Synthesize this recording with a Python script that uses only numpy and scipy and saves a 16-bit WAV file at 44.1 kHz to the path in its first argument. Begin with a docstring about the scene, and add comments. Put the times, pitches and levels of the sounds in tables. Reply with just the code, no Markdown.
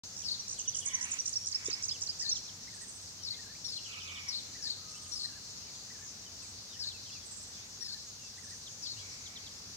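"""Birds in a rocky gully

A near songbird on the right opens with chitters, dives and arches; a buzzy caller on the left repeats a
falling call. Chips, pips, whistles, trills, warbles, scratchy calls and caws come from other birds.
Each voice is a vibrating syrinx membrane, a tone modulated in pitch and level, echoed by trees and rock.
Insects hiss steadily over a low distant rumble, and one soft, damped knock sounds close by."""
import sys
import numpy as np
from scipy import signal
from scipy.fft import rfft, irfft, next_fast_len
from scipy.io import wavfile

SR = 44100
rng = np.random.default_rng(int(sys.argv[2]) if len(sys.argv) > 2 else 0)


def to_wav(s):
    """Save 16-bit WAV."""
    ch = np.atleast_2d(s).T  # columns
    pcm = np.round(np.clip(ch, -1, 1) * 32767)  # PCM
    wavfile.write(sys.argv[1], SR, pcm.astype(np.int16))


N = 430416
T = np.arange(N) / SR
EARS = np.array([[1], [-1]])  # left, right


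def undb(db):
    """Amplitude ratio of a level in decibels."""
    return 10 ** (np.asarray(db) / 20)


def unit(x):
    """Normalisation to an rms of 1."""
    return x / np.sqrt(np.mean(x ** 2) + 1e-20)


def add(track, start, x):
    """Superposition: a sound joins a track at a time in seconds."""
    i = max(int(start * SR), 0)
    track[i:i + len(x)] += x[:max(N - i, 0)]


def wander(n, rate):
    """Random modulation: lines join `rate` Gaussian values a second, with a spread near 1."""
    at = np.arange(n) * rate / SR
    points = rng.standard_normal(int(at[-1]) + 2)
    return np.sqrt(3 / 2) * np.interp(at, np.arange(len(points)), points)


def colour(x, points):
    """Zero-phase filtering by a curve of (frequency_hz, gain_db) points."""
    hz, db = np.transpose(points)
    size = next_fast_len(N)
    f = np.maximum(np.fft.rfftfreq(size, 1 / SR), 1)
    return irfft(rfft(x, size) * undb(np.interp(np.log(f), np.log(hz), db)), size)[..., :N]


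def course(length):
    """Normalised time, 0 to 1 through a note."""
    return np.linspace(0, 1, int(max(length, .004) * SR))


def arch(length, first, middle, last):
    """A parabolic contour through three pitches."""
    return np.polyval(np.polyfit([0, .5, 1], [first, middle, last], 2), course(length))


def syrinx(hz, edge, rough, harmonics_db=(0,)):
    """Frequency modulation: membrane flutter roughens a tone, tapered over the share `edge` of it."""
    flutter = 1 + rough * wander(len(hz), 900)
    phase = 2 * np.pi * np.cumsum(hz * flutter) / SR
    tone = sum(undb(db) * np.sin(k * phase) * (k * hz < SR / 2) for k, db in enumerate(harmonics_db, 1))
    return np.sqrt(2) * tone * signal.windows.tukey(len(hz), np.clip(edge, 0, 1))


def place(x, pan_db, lag_ms, scatter_db, scatter_t60, tail_db, tail_t60=1.9, off_axis_db=0):
    """Multipath propagation: direct sound, quick scatter from branches and reverberation from rock."""
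    t, size = T[:SR], next_fast_len(N)
    scatter = undb(-60 * t / scatter_t60) * (t > .002) * rng.standard_normal((2, SR))
    tail = undb(-60 * t / tail_t60) * (1 - np.exp(-t / .015)) * rng.standard_normal((2, SR))
    echoes = (undb(scatter_db) * unit(scatter) + undb(tail_db) * unit(tail)) / np.sqrt(SR)
    gain = unit(undb(EARS * pan_db / 2))  # positive pan and lag put the bird on the left
    lead = np.exp(1j * np.pi * EARS * np.fft.rfftfreq(size, 1 / SR) * lag_ms / 1000)
    # the highest notes are beamed, so off the beak's axis they arrive mostly as echo
    beamed = colour(x, [(7200, .0057), (9500, off_axis_db)])
    direct = irfft(rfft(beamed, size) * lead, size)[:, :N]
    return gain * direct + np.sqrt(gain) * signal.fftconvolve(x[None], echoes, axes=1)[:, :N]


def diffuse_noise(spectrum):
    """Interaural coherence: noise is alike at both ears in the bass, largely unrelated in the treble."""
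    # stereo width: frequency_hz, side_minus_mid_db
    width = [(40, -11), (90, -51), (180, -47), (350, -18.5), (700, -7.5), (1400, 0), (4000, 3.5),
             (6000, -2), (12000, 0.5)]
    hz, side_db = np.transpose(width)
    mid_db = -10 * np.log10(1 + undb(side_db) ** 2)
    mid, side = rng.standard_normal((2, N))
    mid = colour(mid, np.c_[hz, mid_db])
    side = colour(side, np.c_[hz, mid_db + side_db])
    both = colour(np.array([mid + side, mid - side]), spectrum)
    return both / np.std(both.mean(axis=0))


def insects(level_db=-51, pan_db=2, flicker_db=1.62):
    """Amplitude modulation: four bands of insect hiss flicker independently, a little to the left."""
    # hiss spectrum: frequency_hz, relative_density_db
    spectrum = [(1760, -28), (3000, -18), (3260, -10.5), (3750, -6), (4400, -0.5), (4750, 0), (5810, 1),
                (6310, 1), (6760, -1.5), (7880, -10), (9310, -19.5), (15000, -23.5), (15800, -27)]
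    hiss = undb(level_db) * diffuse_noise(spectrum)
    for band_hz in ((3800, 5000), (5000, 6000), (6000, 7000), (7000, 8500)):
        band = signal.sosfiltfilt(signal.butter(2, band_hz, "band", fs=SR, output="sos"), hiss)
        drift_db = .6 * wander(N, 3)
        gain_db = flicker_db * wander(N, 22) + drift_db + EARS * pan_db / 2
        hiss = hiss + (undb(gain_db) - 1) * band
    return hiss


def distant_rumble(level_db=-58.5, drone_hz=94, drone_db=-67):
    """A tone in noise: a low drone wavers in pitch and level within a gently swelling rumble."""
    # rumble spectrum: frequency_hz, relative_density_db
    spectrum = [(13, -62), (22, -40), (51, -8), (93, -4), (107, -3.5), (124, -6.5), (216, -7.5),
                (339, -15.5), (462, -14), (522, -15.5), (567, -16.5), (1240, -16.5), (1830, -17),
                (2200, -18.5), (3000, -17), (3900, -49), (6600, -120)]
    rumble = undb(level_db + .4 * wander(N, 2)) * diffuse_noise(spectrum)
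    drone_gain = undb(drone_db + 3.1 * wander(N, 9))
    phase = 2 * np.pi * np.cumsum(drone_hz + 6 * wander(N, 20)) / SR
    return rumble + drone_gain * np.sqrt(2) * np.sin(phase)


def far_chorus(count=45, level_db=-68):
    """A random point process: faint chirps from far down the gully, spread over an octave."""
    out = np.zeros(N)
    for when, duration, octave, bend, slope, loud in rng.random((count, 6)):
        tilt = slope - .3
        contour = arch(.0203 + .0345 * duration, 1 + .285 * tilt, 1 + .142 * (bend - .5), 1 - .24 * tilt)
        chirp = syrinx(2200 * 2 ** octave * contour, edge=.54, rough=.0092)
        add(out, when * N / SR, undb(level_db + 3.8 * (loud + octave - .5)) * chirp)
    return place(out, pan_db=-10, lag_ms=0, scatter_db=-3, scatter_t60=.15, tail_db=-17)


def knock(start_s=1.6825, pulse_hz=410, ring_hz=290, rise_s=.0036, ring_t60=.096, level_db=-33):
    """Damped vibration: a soft pulse and a brief ring, the same in both ears."""
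    out, t = np.zeros(N), T[:SR // 10]
    swell = (t / rise_s * np.exp(1 - t / rise_s)) ** 3
    pulse = swell * np.cos(2 * np.pi * pulse_hz * (t - rise_s))
    decay = .21 * undb(-60 * t / ring_t60) * (1 - np.exp(-t / rise_s))
    add(out, start_s, undb(level_db) * (pulse + decay * np.sin(2 * np.pi * ring_hz * t)))
    return out


def cawer():
    """A harmonic series, strongest on its second partial, made hoarse by deep pitch jitter."""
    # distant caws: start_s, length_s, from_hz, to_hz, roughness_share, level_db
    caws = [(.83, .25, 1110, 965, 0.082, -50), (1.02, 0.19, 1080, 1300, .16, -49.5),
            (1.488, .4, 1077, 1140, 0.19, -55), (3.809, .58, 1400, 1052, 0.076, -51.5),
            (7.545, .15, 1385, 1055, .13, -64), (8.927, 0.6, 1172, 1094, .1, -63)]
    out = np.zeros(N)
    for start, length, first, last, rough, db in caws:
        path = first + (last - first) * course(length)
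        gain = undb(db + 2 * wander(len(path), 60))
        add(out, start, gain * syrinx(path, edge=.45, rough=rough, harmonics_db=[-11, .5, -10.5]))
    return place(out, pan_db=-9, lag_ms=-.2, scatter_db=-8.5, scatter_t60=.14, tail_db=-12.5)


def triller(note_s=.042):
    """Pulse trains: runs of thin falling notes swell early and fade, blurred by scattering."""
    # high trills: start_s, length_s, notes_per_s, top_hz, fall_share, level_db
    trills = [(2.732, .37, 14.8, 8490, 0.088, -48.5), (4.886, 0.46, 16.4, 8660, 0.093, -54),
              (6.412, 0.09, 18, 8600, 0.16, -51), (7.244, 0.27, 18, 8620, 0.176, -47),
              (8.357, 0.31, 16, 8700, 0.11, -55)]
    out = np.zeros(N)
    for start, length, rate, top, fall, db in trills:
        path = top * (1 - fall * course(note_s))
        for after in np.arange(0, length - .02, 1 / rate):
            swell_db = -20 * abs(after / length - .3)
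            add(out, start + after, undb(db + swell_db) * syrinx(path, edge=.8, rough=.016))
    return place(out, pan_db=-12, lag_ms=-.17, scatter_db=2, scatter_t60=.22, tail_db=-5, tail_t60=.7)


def warbler():
    """Transposition: a soft four-note phrase returns at varying pitch and speed."""
    # low phrases: start_s, spacing_ratio, pitch_ratio, level_db
    phrases = [(2.212, 0.35, 1.01, -58), (2.672, 1.3, 1.03, -57.5), (3.386, 0.96, .97, -58.5),
               (4.548, .95, 1, -57.5), (5.243, 0.98, 0.95, -59), (5.900, 1.06, 0.98, -59),
               (6.757, 0.77, .96, -62.5), (7.817, 1.13, .98, -59.5), (8.375, 1.24, 1.01, -58)]
    # notes of a phrase: offset_s, length_s, from_hz, middle_hz, to_hz, relative_db
    notes = [(0, 0.025, 1650, 1968, 1810, 1.5), (0.042, 0.026, 1836, 1788, 1570, -4),
             (0.078, 0.0193, 1700, 1677, 1560, -4), (0.104, .046, 1588, 1840, 1590, -2)]
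    out = np.zeros(N)
    for start, stretch, ratio, db in phrases:
        for after, length, first, middle, last, note_db in notes:
            path = ratio * arch(length, first, middle, last)
            path *= 1 + .018 * wander(len(path), 70)
            add(out, start + stretch * after, undb(db + note_db) * syrinx(path, edge=.36, rough=.008))
    return place(out, pan_db=-3.5, lag_ms=-.02, scatter_db=-11, scatter_t60=.15, tail_db=-20)


def scratcher():
    """Pitch jitter: an uneven voice turns a far bird's brief glides scratchy."""
    # hoarse calls: start_s, length_s, from_hz, to_hz, level_db
    calls = [(4.935, .06, 2540, 3400, -61), (5.014, .075, 3500, 2700, -65), (5.57, 0.14, 3200, 2790, -68),
             (6.72, .05, 2920, 3150, -61), (7.528, 0.14, 3940, 3410, -66), (8.958, 0.066, 2650, 3400, -58)]
    out = np.zeros(N)
    for start, length, first, last, db in calls:
        path = first + (last - first) * course(length)
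        path *= 1 + .07 * wander(len(path), 110)
        add(out, start, undb(db) * syrinx(path, edge=.5, rough=.038))
    return place(out, pan_db=2, lag_ms=0, scatter_db=0, scatter_t60=.15, tail_db=-10)


def whistlers(bow=.199, low_start_s=4.75, low_length_s=.63, low_hz=1295, low_db=-63.5):
    """Nearly pure tones: far whistles glide along bowed paths, and one long low note sinks and fades."""
    # gliding whistles: start_s, length_s, from_hz, to_hz, level_db
    whistles = [(0.046, .036, 6500, 6200, -49), (1.406, 0.069, 5620, 5690, -45.5),
                (1.65, 0.081, 3280, 3920, -54.5), (1.884, .038, 2010, 3320, -59),
                (1.921, 0.048, 3570, 2515, -53.5), (3.317, .05, 1960, 2110, -62),
                (3.544, .024, 1710, 2570, -61), (4.151, .09, 1277, 1280, -67),
                (6.257, .028, 3100, 2880, -59), (6.42, 0.045, 2660, 2160, -65),
                (6.69, .057, 3810, 3380, -57), (6.94, .04, 2750, 2440, -60),
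                (7.075, 0.034, 3300, 2460, -56.5), (7.118, 0.022, 3400, 3430, -56),
                (7.127, .06, 2900, 2260, -60), (8.066, 0.044, 6600, 6300, -51),
                (8.187, 0.1, 2800, 2610, -64)]
    out = np.zeros(N)
    for start, length, first, last, db in whistles:
        middle = (first + last) / 2 + bow * abs(last - first)
        path = arch(length, first, middle, last)
        path *= 1 + .008 * wander(len(path), 80)
        add(out, start, undb(db) * syrinx(path, edge=.24, rough=.01))
    t = low_length_s * course(low_length_s)
    add(out, low_start_s, undb(low_db - 16 * t) * syrinx(low_hz - 190 * t, edge=.15, rough=.04))
    return place(out, pan_db=-1.5, lag_ms=-.03, scatter_db=-8, scatter_t60=.13, tail_db=-9)


def pips(note_s=.036, from_hz=3700, to_hz=2673, ground_s=.011, ground_db=-7):
    """Ground reflection doubles each falling pip, in runs that grow louder and higher."""
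    # runs of pips: start_s, length_s, interval_s, level_db
    runs = [(0.215, .04, .078, -59.5), (0.571, .36, .078, -53.5), (3.763, .43, .0767, -53)]
    out = np.zeros(N)
    path = to_hz + (from_hz - to_hz) * (1 - course(note_s)) ** 1.414
    for start, length, gap, db in runs:
        for after in np.arange(0, length, gap):
            ratio = 1 + .146 * after + .0177 * wander(len(path), 58)
            gain = undb(db - 1 + 11 * after)
            note = gain * syrinx(path * ratio, edge=.55, rough=.02, harmonics_db=[0, -24])
            add(out, start + after, note)
            add(out, start + after + ground_s, undb(ground_db) * note)
    return place(out, pan_db=1, lag_ms=-.01, scatter_db=-1, scatter_t60=.19, tail_db=-4)


def chips(note_s=.029, from_hz=4500, to_hz=2943):
    """Frequency sweeps: single steep down-strokes, crisp because direct sound dominates."""
    # sharp chips: start_s, level_db
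    strokes = [(1.9, -48), (2.349, -46.5), (2.474, -51), (6.9, -51), (7.044, -55), (8.659, -49),
               (8.847, -49.5), (9.253, -49.5), (9.354, -47), (9.457, -51)]
    out = np.zeros(N)
    path = to_hz + (from_hz - to_hz) * (1 - course(note_s)) ** 1.25
    for start, db in strokes:
        add(out, start, undb(db) * syrinx(path, edge=.46, rough=.011, harmonics_db=[0, -24]))
    return place(out, pan_db=2, lag_ms=.07, scatter_db=-8, scatter_t60=.12, tail_db=-12)


def buzzy_caller(vibrato_hz=330, step_s=.033, rasp_hz=4550, rasp_db=-6, throb_hz=160, throb_db=3):
    """Sidebands: fast vibrato makes slurred calls buzz; amplitude modulation makes stepped ones throb."""
    # slurred calls: start_s, length_s, level_db
    slurs = [(0.235, .13, -36), (2.202, .13, -35.5), (3.23, .12, -36.5), (4.28, .127, -36),
             (4.618, .13, -37.5), (6.789, .12, -37), (8.819, .13, -40)]
    # contour of a slur: length_share, pitch_hz, relative_db
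    contour = [(0, 5650, -8), (.15, 5246, -2.5), (0.3, 4686, -3.5), (0.43, 4150, -1), (0.53, 4140, -4.5),
               (.68, 4475, 0.5), (0.839, 4212, -4), (1, 3510, -14)]
    # calls in four falling steps: start_s, interval_s, level_db, change_per_step_db
    stepped_calls = [(3.642, 0.037, -37, -0.5), (5.116, 0.038, -37.5, 1), (7.806, .037, -39.5, 0)]
    # notes of a stepped call: pitch_hz, roughness_share, relative_db
    steps = [(5594, 0.004, -2), (5160, 0.0094, -3.5), (4390, 0.0326, -4.5), (4220, .035, -3)]
    out = np.zeros(N)
    share, hz, effort_db = np.transpose(contour)
    for start, length, db in slurs:
        u = course(length)
        vibrato_rate = vibrato_hz * (1 + .152 * wander(len(u), 98.5))
        vibrato = .058 * np.sin(2 * np.pi * np.cumsum(vibrato_rate) / SR)
        path = np.interp(u, share, hz) * (1 + vibrato)
        gain = undb(db + np.interp(u, share, effort_db) + 2.5 * wander(len(u), 189.4))
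        add(out, start, gain * syrinx(path, edge=.069, rough=.0235, harmonics_db=[0, -29]))
    flat = np.ones_like(course(step_s))
    for start, gap, db, change_db in stepped_calls:
        for k, (step_hz, rough, step_db) in enumerate(steps):
            tone = syrinx(step_hz * flat, edge=.22, rough=rough, harmonics_db=[0, -26])
            # the second side of the syrinx adds a rasp
            rasp = syrinx(rasp_hz * flat, edge=.27, rough=.116, harmonics_db=[0, -20])
            throb_rate = throb_hz * (1 + .17 * wander(len(flat), 117))
            throb = throb_db * np.sin(2 * np.pi * np.cumsum(throb_rate) / SR)
            gain = undb(db + step_db + k * change_db + throb)
            add(out, start + k * gap, gain * (tone + undb(rasp_db) * rasp))
    # turbulent air, pulsed by the voice, sprays into the treble
    air = unit(colour(rng.standard_normal(N), [(100, 0), (3500, -5), (8000, -12), (12000, -30)]))
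    out *= 1 + undb(-21) * air
    out = colour(out, [(1500, -40), (3300, 0)])  # the caller's sound is cut below about 3 kHz and nearly silent under 1.5 kHz
    return place(out, pan_db=7, lag_ms=.12, scatter_db=-7.5, scatter_t60=.11, tail_db=-9, tail_t60=1)


def clear_note(length, pitch, shape, db):
    """A nearly pure glide; `shape` gives its start, middle and end as multiples of the pitch."""
    path = pitch * arch(length, *shape)
    gain = undb(db + 1.9 * wander(len(path), 203))
    return gain * syrinx(path, edge=.48, rough=.0076, harmonics_db=[0, -50])


def songbird(dive_s=.023, arch_s=.0247, climb_hz_per_s=9000, top_fade_db=-10):
    """Wide frequency modulation: dives, arches and chitters whose swings are loudest at the bottom."""
    # hooked notes, a dive then an arch: start_s, pitch_hz, arch_delay_s, dive_db, arch_db
    hooks = [(.583, 6520, 0.016, -36, -37), (.848, 6760, 0.019, -35.5, -35),
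             (1.105, 7000, 0.019, -33.5, -35), (1.323, 5790, 0.031, -34.5, -29.5),
             (1.511, 5480, .033, -34, -29), (1.697, 5360, .029, -34.5, -33), (1.879, 5300, .028, -34, -32),
             (2.058, 5080, .028, -37.5, -36), (2.291, 5820, 0.021, -40, -28.5)]
    # plain arched notes: start_s, length_s, pitch_hz, level_db
    arches = [(.389, .028, 5900, -40.5), (0.675, 0.026, 6120, -31.5), (.854, 0.014, 8130, -29),
              (0.932, 0.027, 6140, -30.5), (1.185, .028, 5960, -32.5), (2.292, 0.013, 6490, -31.5)]
    # zigzag chitters: start_s, length_s, swings_per_s, level_db
    chitters = [(0.161, 0.073, 74, -39.5), (0.476, 0.073, 58, -36), (0.741, 0.07, 51, -32),
                (1.004, 0.055, 68, -32), (1.252, 0.046, 56, -30.5), (1.458, 0.033, 58, -30.5),
                (1.646, 0.035, 54, -31), (1.823, .037, 53, -30.5), (2.009, 0.032, 58, -30.5),
                (2.188, 0.042, 69, -33), (2.352, 0.031, 88, -35)]
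    # top of the swings over the song: time_s, pitch_hz
    ceiling = [(.16, 8660), (.8, 10200), (1.25, 9930), (1.5, 9040), (2.35, 7840)]
    out = np.zeros(N)
    for start, pitch, gap, dive_db, arch_db in hooks:
        add(out, start, clear_note(dive_s, pitch, (1.42, 1.02, .75), dive_db))
        add(out, start + gap, clear_note(arch_s, pitch, (.82, .99, .86), arch_db))
    for start, length, pitch, db in arches:
        add(out, start, clear_note(length, pitch, (.92, 1, .912), db))
    times, tops = np.transpose(ceiling)
    for start, length, rate, db in chitters:
        high_hz = np.interp(start, times, tops)
        low_hz = 5440 * (high_hz / tops.max()) ** .336  # the bottom partly follows the top
        t = length * course(length)
        swing = (rate * (t - length) + .58) % 1  # every chitter ends near the bottom of a swing
        height = (1 - np.sin(np.pi * swing ** 1.3)) ** .86  # slow fall, quick rise
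        path = low_hz + climb_hz_per_s * t * (1 - height) + (high_hz - low_hz) * height
        gain = undb(db + top_fade_db * height)
        add(out, start, gain * syrinx(path, edge=.18, rough=.0237, harmonics_db=[0, -50]))
    return place(out, pan_db=-6, lag_ms=-.088, scatter_db=-9.5, scatter_t60=.12,
                 tail_db=-12, tail_t60=.95, off_axis_db=-16.5)


def scene():
    """Superposition of the birds, the knock and the background."""
    birds = songbird() + buzzy_caller() + pips() + chips()
    far_birds = whistlers() + scratcher() + warbler() + triller() + cawer() + far_chorus()
    return birds + far_birds + knock() + insects() + distant_rumble()


def record(dry, open_s=.034, cutoff_hz=15800):
    """Gating and band limiting: the sound opens after a moment, and a steep low-pass cuts the top."""
    gate = np.clip((T - open_s) / .003, 0, 1)
    return signal.sosfilt(signal.ellip(10, .1, 70, cutoff_hz, fs=SR, output="sos"), dry * gate)


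dry = scene()
out = record(dry)
to_wav(out)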